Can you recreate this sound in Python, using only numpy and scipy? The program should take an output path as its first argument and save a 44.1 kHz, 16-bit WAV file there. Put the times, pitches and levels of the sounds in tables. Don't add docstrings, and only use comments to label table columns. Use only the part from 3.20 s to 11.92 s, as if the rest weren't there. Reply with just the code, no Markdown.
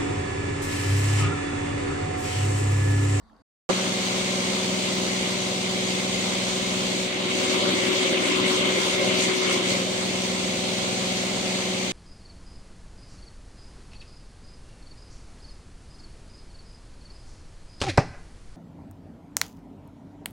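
import sys
import numpy as np
from scipy import signal
from scipy.fft import rfft, irfft, next_fast_len
from scipy.io import wavfile
from scipy.ndimage import uniform_filter1d, map_coordinates

SR = 44100
rng = np.random.default_rng(int(sys.argv[2]) if len(sys.argv) > 2 else 0)


def int16_out(signal):
    q = np.round(np.clip(np.atleast_2d(signal).T, -1, 1) * 32767)
    wavfile.write(sys.argv[1], SR, q.astype(np.int16))


N = 384552
TIME = np.arange(N) / SR


def amp(db):
    return 10 ** (np.asarray(db) / 20)


def unit(x):
    return x / np.sqrt(np.mean(x ** 2) + 1e-20)


def along(points, hz, axis=1):
    columns = np.transpose(points)
    return np.interp(np.log(hz + 1), np.log(columns[0] + 1), columns[axis])


def over_time(points, t):
    return np.interp(t, *np.transpose(points))


def wobble(rate):
    knots = rng.standard_normal(int(N * rate / SR) + 4)
    return map_coordinates(knots, [np.arange(N) * rate / SR])


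def filtered(x, response):
    size = next_fast_len(N + 8192)
    hz = np.fft.rfftfreq(size, 1 / SR)
    return irfft(rfft(x, size) * response(hz), size)[..., :N]


def rush(spectrum, alike, patchy_db):
    z = signal.stft(rng.standard_normal((2, N)), nperseg=512)[2]
    field = uniform_filter1d(rng.standard_normal(z.shape[1:]), size=8, axis=0)
    field = uniform_filter1d(field, size=10, axis=1)
    pair = signal.istft(z * amp(patchy_db * unit(field)), nperseg=512)[1][:, :N]

    def mid_side_gain(hz):
        angle = np.arccos(np.clip(along(alike, hz), -1, 1)) / 2
        return amp(along(spectrum, hz)) * [np.cos(angle), np.sin(angle)]

    mid, side = filtered(pair, mid_side_gain)
    return unit(np.array([mid + side, mid - side]))


# (f/Hz, relative level/dB per Hz)
APRON_SPECTRUM = [(15, -32), (30, -7), (63, -2.5), (145, -22), (225, -5.5), (386, -19), (1110, -15.5),
                  (2100, -27), (2400, -36), (4730, -30), (5300, -39), (12000, -48), (15600, -81)]
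# (t/s, level/dB, f/Hz, 60 dB decay time/s, phase smear/rad per sample)
FAR_TICKS = [(.08, -67, 4800, .03, .05), (.097, -50, 1700, .02, .1), (.131, -56, 4300, .012, .2),
             (.164, -51, 4500, .012, .15)]
APRON_DB, APRON_END = -58, .222
WHINE_HZ, WHINE_DB = 1110, -72


def apron():
    out = amp(APRON_DB) * rush(APRON_SPECTRUM, [(60, 0.72), (3000, 0.26)], patchy_db=3.0)
    out = out + amp(WHINE_DB + 3 * wobble(40)) * np.sin(2 * np.pi * WHINE_HZ * TIME)
    t = np.arange(SR // 20) / SR
    for start, db, hz, t60, smear in FAR_TICKS:
        walk = np.cumsum(smear * rng.standard_normal(len(t)))
        tone = np.sin(2 * np.pi * hz * t + walk)
        attack = 1 - np.exp(-t / 0.0011)
        first = round(start * SR)
        out[:, first:first + len(t)] += amp(db - 60 * t / t60) * attack * tone
    return out * np.clip((APRON_END - TIME) / .003, 0, 1)


# (t/s, engine cycles f/Hz)
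ENGINE_CYCLE = [(.49, 20.71), (3, 20.70), (4.2, 20.69), (6.2, 20.69), (7, 20.70), (8.72, 20.70)]


def turns():
    hz = over_time(ENGINE_CYCLE, TIME)
    return np.cumsum(hz * (1 + 0.00043 * wobble(1.922))) / SR


# (multiple of the cycle, left rms level/dB, right rms level/dB,
# phase by which left leads/rad)
DRONE_TONES = [(1, -68, -68, -0.0), (2, -67, -67, 0.1), (3, -63, -65, 0.3), (5, -51, -51, 0.0),
               (6, -47, -45, -0.2), (7, -51, -52, -0.0), (8, -55, -55, -0.2), (9, -34, -34, -0.1),
               (10, -41, -41, -0.2), (11, -52, -61, -0.7), (12, -38, -49, 0.4), (13, -45, -53, 0.0),
               (14, -49, -53, -1.2), (15, -53, -52, 0.4), (16, -52, -66, -0.1), (17, -55, -54, -1.1),
               (18, -36, -41, 0.5), (19, -49, -56, 0.1), (20, -57, -56, -0.1), (21, -52, -56, 0.9),
               (22, -50, -56, 1.5), (23, -51, -64, -1.2), (24, -50, -46, 0.9), (25, -53, -46, -0.3),
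               (26, -47, -43, -0.1), (27, -48, -50, -0.6), (28, -48, -51, -1.0), (29, -49, -53, 0.2),
               (30, -48, -52, 1.0), (33, -59, -56, 0.5), (36, -48, -46, -0.6), (41, -58, -60, 0.7),
               (42, -59, -60, 2.3), (43, -56, -60, 0.5), (44, -59, -64, -1.6), (50, -62, -61, 0.3)]


def drone(cycle):
    out = np.zeros((2, N))
    for k, left_db, right_db, lead in DRONE_TONES:
        phase = 2 * np.pi * (k * cycle + rng.random()) + 0.0082 * k * wobble(8)
        swell = amp(0.047 * k * wobble(5))
        peak = np.sqrt(2) * amp([[left_db], [right_db]])
        out += swell * peak * np.sin(phase + [[lead / 2], [-lead / 2]])
    return out


# (f/Hz, relative level/dB per Hz)
RUMBLE_SPECTRUM = [(15, -55), (30, -31), (48, -12.5), (75, -19.5), (100, -17), (135, -12), (189, -6),
                   (230, -6.5), (295, -6.5), (375, -7), (426, -13.5), (549, -4.5), (676, -12), (770, -12),
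                   (950, -25), (1170, -54)]
# (f/Hz, correlation)
RUMBLE_ALIKE = [(40, 0.95), (150, 0.89), (260, 0.71), (400, 0.51), (640, 0.69), (950, 0.77), (1400, 0.28),
                (3000, 0.067), (15000, -0.071)]
# (f/Hz, relative level/dB per Hz)
SLIPSTREAM_SPECTRUM = [(470, -4.5), (800, -7.5), (1000, -4), (1550, -8), (1820, -7), (2140, 0),
                       (2490, -2.5), (3620, -2.5), (4420, -1.5), (5330, -7.5), (6430, -4), (8260, -9),
                       (12200, -30.5), (15000, -28.5), (15800, -26)]
# (f/Hz, correlation)
SLIPSTREAM_ALIKE = [(600, 0.13), (2000, 0.15), (15000, 0.083)]
# (centre f/Hz, half-width f/Hz, level/dB)
RESONANCES = [(2130, 83, 1.5), (3250, 400, 2.5), (3670, 59, 2), (1030, 75, 2.5)]
# (f/Hz, left minus right level/dB)
BALANCE = [(60, 4), (110, -0.5), (240, 0.5), (400, -5), (700, 3.5), (1290, -2.5), (2380, 1.5), (4400, -2),
           (6000, 4), (8100, -1.5), (11000, -1.5), (15000, -1.5)]
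RUMBLE_DB, SLIPSTREAM_DB = -35.5, -29
SLIPSTREAM_LAG = 0.0003647


def cabin_noise(cycle):
    beat = np.cos(2 * np.pi * 3 * cycle)
    once = np.cos(2 * np.pi * cycle)
    rumble_db = RUMBLE_DB + 0.42 * beat + 0.29 * once
    rumble = amp(rumble_db) * rush(RUMBLE_SPECTRUM, RUMBLE_ALIKE, patchy_db=0.5)
    air_db = SLIPSTREAM_DB + 0.66 * beat + 0.26 * once + 0.33 * wobble(9)
    air = amp(air_db) * rush(SLIPSTREAM_SPECTRUM, SLIPSTREAM_ALIKE, patchy_db=0.93)

    def highpass_and_lag(hz):
        highpass = hz ** 4 / (hz ** 4 + 350 ** 4)
        return highpass * np.exp(1j * np.pi * SLIPSTREAM_LAG * np.outer([1, -1], hz))

    def cabin_response(hz):
        ring_db = sum(db / (1 + ((hz - centre) / width) ** 2) for centre, width, db in RESONANCES)
        return amp(ring_db + np.outer([.5, -.5], along(BALANCE, hz)))

    return filtered(rumble + filtered(air, highpass_and_lag), cabin_response)


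# (t/s, share of full steering)
STEERING = [(3.83, 0.2), (3.9, 0), (3.98, 0.3), (4.2, 0.63), (4.3, 1), (5.1, 1.1), (5.6, 0.86), (6.2, 0.86),
            (6.3, 1.12), (6.42, .5), (6.52, 0.65), (6.65, 0.05)]
# (f/Hz, left level/dB, right level/dB)
STEERED_LIFT = [(50, -6, -6), (110, 1, 2), (180, -2, -4.5), (233, 0.5, 3.5), (343, 10.5, 6.5),
                (460, 4.5, 1.5), (516, 0.5, 1.5), (580, 5.5, 6.5), (660, 1.5, -1), (750, -1.5, -1),
                (850, 2, 1.5), (1060, 7, 6.5), (1850, 5, 4.5), (2250, 7.5, 7), (2400, 4.5, 2.9),
                (2880, 6.5, 5), (3570, 5.5, 4), (4100, 2, 1.7), (5300, 0.2, 0.5)]
# (f/Hz, share)
BASS_SHARE = [(80, 0.24), (190, 0.7), (260, 0.048)]
# (f/Hz, share)
TREBLE_SHARE = [(3800, 0.021), (5000, 0.84)]
# (t/s, level/dB)
BASS_WAVER = [(3.83, 1.5), (3.9, -12), (4.05, 0.5), (4.28, -5), (4.5, 0), (4.75, -5), (5.1, -3.5),
              (5.23, 7), (5.34, -10), (5.47, 5), (5.62, -5.5), (5.93, 2), (6.08, -1), (6.14, -16),
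              (6.23, -10), (6.33, 1), (6.45, -4), (6.51, 6), (6.6, -1)]
# (t/s, level/dB)
TREBLE_WAVER = [(3.84, 0.5), (3.9, -6), (4.07, -5), (4.16, 0.5), (4.33, 3.5), (4.42, -1), (4.6, 1.5),
                (4.9, 2), (4.96, -4), (5.05, 3), (5.16, 0), (5.25, -2), (5.32, 4), (5.43, -1.5), (5.71, 4),
                (5.78, -0.5), (5.85, 1.5), (5.93, -1.5), (6.02, 6.5), (6.12, -2), (6.17, 3), (6.29, -1.5),
                (6.33, 3.5), (6.42, -3.5), (6.5, 4), (6.62, -0.5)]
# (f/Hz, level/dB)
STEERED_FLUTTER = [(150, 2), (300, 3), (373, 1), (470, 2), (580, 3), (700, 1.4), (1200, 2.2), (2200, 1.4),
                   (4000, .5), (6000, 1.5)]


def steered(x):
    hz, t, z = signal.stft(x, SR, nperseg=1024)
    zoom = over_time(STEERING, t)
    bass_db = np.outer(along(BASS_SHARE, hz), over_time(BASS_WAVER, t))
    treble_db = np.outer(along(TREBLE_SHARE, hz), over_time(TREBLE_WAVER, t))
    middle_db = np.array([np.outer(along(STEERED_LIFT, hz, axis=c), zoom) for c in (1, 2)])
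    knots = rng.standard_normal((20, len(t) // 3 + 4))
    rows = 2 * np.log2(hz / 60 + 1)
    field = map_coordinates(knots, np.meshgrid(rows, np.arange(len(t)) / 3, indexing="ij"))
    flutter_db = np.outer(along(STEERED_FLUTTER, hz), np.clip(zoom, 0, None)) * field
    gain = amp(bass_db + treble_db + middle_db + flutter_db)
    return signal.istft(z * gain, SR, nperseg=1024)[1][:, :N]


# (t/s, level/dB)
CABIN_LEVEL = [(.5, -0.25), (2, -0.5), (2.351, -1.5), (2.7, -0.6), (3.7, -.5), (6.7, 0.1), (8.1, 0),
               (8.72, -1)]
CABIN_ONSET = [
    [.497],
    [.490],
]


def cockpit():
    cycle = turns()
    sound = amp(over_time(CABIN_LEVEL, TIME)) * steered(drone(cycle) + cabin_noise(cycle))
    since = TIME - np.array(CABIN_ONSET)
    low = filtered(sound, lambda hz: hz ** 4 / (hz ** 4 + 230 ** 4) / (1 + (hz / 1500) ** 6))
    hollow = filtered(sound, lambda hz: 1 / (1 + ((hz - 1300) / 450) ** 4))
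    deep = filtered(sound, lambda hz: 1 / (1 + (hz / 90) ** 6))

    def fade(seconds):
        return np.exp(-np.abs(since) / seconds)

    burst = 2.1 * np.exp(-((TIME - CABIN_ONSET[1]) / .025) ** 4)
    sound = sound + burst * low
    sound = sound + (3 * fade(0.017) + .5 * fade(0.28)) * hollow
    sound = sound - 0.6 * fade(0.35) * deep
    return sound * np.clip(since / 0.00048, 0, 1)


def scene():
    return apron() + cockpit()


def record(dry):
    return filtered(dry, lambda hz: np.clip((15800 - hz) / 150 + .5, 0, 1))


dry = scene()
out = record(dry)
int16_out(out)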